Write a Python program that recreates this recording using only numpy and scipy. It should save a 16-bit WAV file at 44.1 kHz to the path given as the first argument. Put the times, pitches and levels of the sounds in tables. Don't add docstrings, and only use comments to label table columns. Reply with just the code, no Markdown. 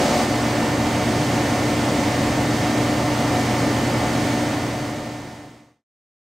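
import sys
import numpy as np
from scipy import signal
from scipy.fft import rfft, irfft, next_fast_len
from scipy.io import wavfile
from scipy.ndimage import uniform_filter1d, map_coordinates

SR = 44100
rng = np.random.default_rng(int(sys.argv[2]) if len(sys.argv) > 2 else 0)


def master_out(mix):
    frames = np.transpose(np.atleast_2d(mix))
    ceiling = np.clip(frames, -1, 1)
    pcm = np.round(ceiling * 32767).astype(np.int16)
    wavfile.write(sys.argv[1], SR, pcm)


N = 280476

# frequency in Hz, side minus mid in dB.
DIFFUSE_WIDTH = [(60, -29), (99, -44), (160, -34), (270, -24.5), (450, -18), (740, -13.5), (1220, -10.5),
                 (2010, -9.5), (3330, -10), (5500, -9), (9080, -14.5), (15000, -38)]
# frequency in Hz, left minus right in dB.
BALANCE = [(60, 0.0), (130, 0.0), (290, 0.0), (640, 0.0), (1410, -1.5), (3100, -1.0), (6820, -1.0),
           (15000, 0.0)]


def jet_hiss():
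    # frequency in Hz, noise density in dB.
    spectrum = [(300, -84), (1200, -73), (1800, -67), (2200, -66.5), (2600, -69.5), (3100, -69),
                (4000, -73), (5500, -72), (6200, -72), (8500, -77.5), (10000, -84), (12000, -89),
                (14200, -91.5), (15700, -94.5)]
    return room_noise(spectrum, patchy_db=0.4, swell_db=0.5, ripple_db=1.0)


def hall_roar():
    # frequency in Hz, noise density in dB.
    spectrum = [(15, -78), (31, -70), (38, -59), (47, -69), (72, -54), (140, -50), (200, -56.5), (290, -47),
                (345, -55), (580, -54.5), (730, -54.5), (800, -57), (1100, -61), (1700, -69), (4000, -90.5)]
    return room_noise(spectrum, patchy_db=0.5, swell_db=-0.2, ripple_db=0.5)


def blower_drone():
    # multiple of the rotation rate, level in dB.
    orders = [(4, -37.5), (5, -28.0), (10, -39.0)]
    return tones(orders, base_hz=59.61, slip_hz=0.04)


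def mains_buzz():
    # multiple of the hum frequency, level in dB.
    strong = [(1, -29.3), (3, -42.2), (6, -41.9), (9, -48.7), (10, -45.4), (11, -46.8), (12, -48.1),
              (15, -40.2), (16, -48.4), (17, -42.0), (24, -51.5), (32, -52.0), (35, -52.2), (39, -49.7),
              (43, -53.1)]
    taken = [k for k, _ in strong]
    uneven_db = 2.5 * rng.standard_normal(56)
    faint = [(k, -58 - 0.12 * k + uneven_db[k]) for k in range(18, 56) if k not in taken]
    return tones(list(strong) + faint, base_hz=119.96, slip_hz=0.003, waver_db=0.6)


def pump_strokes():
    # multiple of the stroke rate, level in dB.
    orders = [(1, -39.8), (3, -34.7), (4, -42.1), (8, -35.8), (10, -41.9)]
    return tones(orders, base_hz=90.88, slip_hz=0.03, waver_db=0.8)


def shaft_hum():
    # multiple of the rotation rate, level in dB.
    orders = [(2, -42.3), (3, -39.5), (9, -45.4), (11, -49.3), (12, -44.7)]
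    return tones(orders, base_hz=71.72, slip_hz=0.03)


def fans_and_motors():
    # frequency in Hz, level in dB.
    lines = [(50.6, -47.7), (77.9, -45.1), (220.7, -39.5), (227.8, -35.0), (232.0, -38.3), (538.8, -43.0),
             (732.6, -40.6), (816.2, -46.1), (872.9, -49.5), (1633.7, -52.4), (3025.9, -55.4)]
    return tones(lines, base_hz=1, slip_hz=0.2, tied=False)


def electronic_whine():
    # multiple of the switching frequency, level in dB.
    harmonics = [(1, -61.9), (2, -63.1)]
    return tones(harmonics, base_hz=6002.3, slip_hz=0.15)


def first_spot(sound):
    # frequency in Hz, gain in dB.
    colour = [(30, 0), (100, 2), (120, -14), (138, 4), (275, 2), (298, -3), (330, 1), (480, 4), (600, 4.5),
              (730, 4), (1500, 2), (1800, 0), (4600, 3.5), (15000, 2)]
    size = next_fast_len(N)
    gain = amp(curve_at(colour, np.fft.rfftfreq(size, 1 / SR)))
    return irfft(rfft(sound, size) * gain, size)[:, :N]


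def room_noise(spectrum, patchy_db, swell_db, ripple_db):
    # centre in Hz, width in Hz, gain in dB.
    resonances = [(86, 7.4, -10), (122, 5.9, -7), (182, 22, 5.5), (211, 10, 1), (349, 12, 1.5),
                  (556, 22, 4), (580, 14, 1), (780, 40, -2.5), (865, 14, -1), (2250, 150, 3),
                  (4600, 370, 3.5), (4845, 100, -6), (5500, 150, -3.5), (6130, 400, 0), (8500, 410, 2)]
    size = 8192
    framing = dict(nperseg=size, noverlap=3 * size // 4)
    frames, hz = N // (size // 4) + 5, np.fft.rfftfreq(size, 1 / SR)
    mid_re, mid_im, side_re, side_im, patches = rng.standard_normal((frames, len(hz), 5)).T
    patches = uniform_filter1d(patches, size=64, axis=0)
    patches = unit_rms(uniform_filter1d(patches, size=2, axis=1))
    swell = unit_rms(uniform_filter1d(rng.standard_normal(frames), size=8))
    ripple = unit_rms(uniform_filter1d(rng.standard_normal(len(hz)), size=4))
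    mid = mid_re + 1j * mid_im
    side = (side_re + 1j * side_im) * amp(curve_at(DIFFUSE_WIDTH, hz))[:, None]
    lean = amp(curve_at(BALANCE, hz) / 2)[:, None]
    white = np.array([(mid + side) * lean, (mid - side) / lean])
    unit_density = np.sqrt(SR / 2) / signal.istft(mid, **framing)[1].std()
    resonance_db = sum(db / (1 + (2 * (hz - centre) / width) ** 2) for centre, width, db in resonances)
    colour_db = curve_at(spectrum, hz) + ripple_db * ripple + resonance_db
    coloured = white * amp(colour_db[:, None] + patchy_db * patches + swell_db * swell)
    return unit_density * signal.istft(coloured, **framing)[1][:, :N]


def tones(rows, base_hz, slip_hz, waver_db=1.2, tied=True):
    t = np.arange(N) / SR
    shared_slip = np.cumsum(drift(2.47)) / SR
    hz = base_hz * np.array(rows)[:, 0]
    scatter_db = 6.5 * amp(curve_at(DIFFUSE_WIDTH, hz)) * rng.standard_normal(len(rows))
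    lean_db = (2.4 * curve_at(BALANCE, hz) + scatter_db) / 2
    waves = np.empty((len(rows), N))
    for k, (multiple, level_db) in enumerate(rows):
        slip = multiple * shared_slip if tied else np.cumsum(drift(2.5)) / SR
        turns = multiple * base_hz * t + slip_hz * slip + rng.random()
        waver = np.maximum(1 + (amp(waver_db) - 1) * drift(4.52), 0)
        waves[k] = np.sqrt(2) * amp(level_db) * waver * np.sin(2 * np.pi * turns)
    return amp([lean_db, -lean_db]) @ waves


def drift(rate_hz):
    knots, grid = rng.standard_normal(200), np.arange(0, N + 256, 256)
    wander = map_coordinates(knots, [grid / SR * rate_hz], order=3)
    return np.interp(np.arange(N), grid, unit_rms(wander))


def curve_at(points, hz):
    point_hz, value = np.transpose(points)
    return np.interp(np.log(hz + 1), np.log(point_hz + 1), value)


def amp(db):
    return 10 ** (np.asarray(db) / 20)


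def unit_rms(x):
    return x / np.sqrt(np.mean(x ** 2))


def scene():
    hall = hall_roar() + jet_hiss() + mains_buzz() + pump_strokes()
    hall += shaft_hum() + blower_drone() + electronic_whine() + fans_and_motors()
    move_s, crossfade_s = 0.25, 0.01
    moved = np.clip((np.arange(N) / SR - move_s) / crossfade_s, 0, 1)
    return first_spot(hall) * (1 - moved) + hall * moved


def record(dry):
    fade_start_s, fade_end_s, cutoff_hz = 3.815, 5.85, 15740
    progress = np.clip((np.arange(N) / SR - fade_start_s) / (fade_end_s - fade_start_s), 0, 1)
    fader = ((1 + np.cos(np.pi * progress)) / 2) ** 0.97
    lowpass = signal.firwin(3071, cutoff_hz, window=("kaiser", 9), fs=SR)
    return signal.oaconvolve(dry * fader, lowpass[None], "same")


dry = scene()
out = record(dry)
master_out(out)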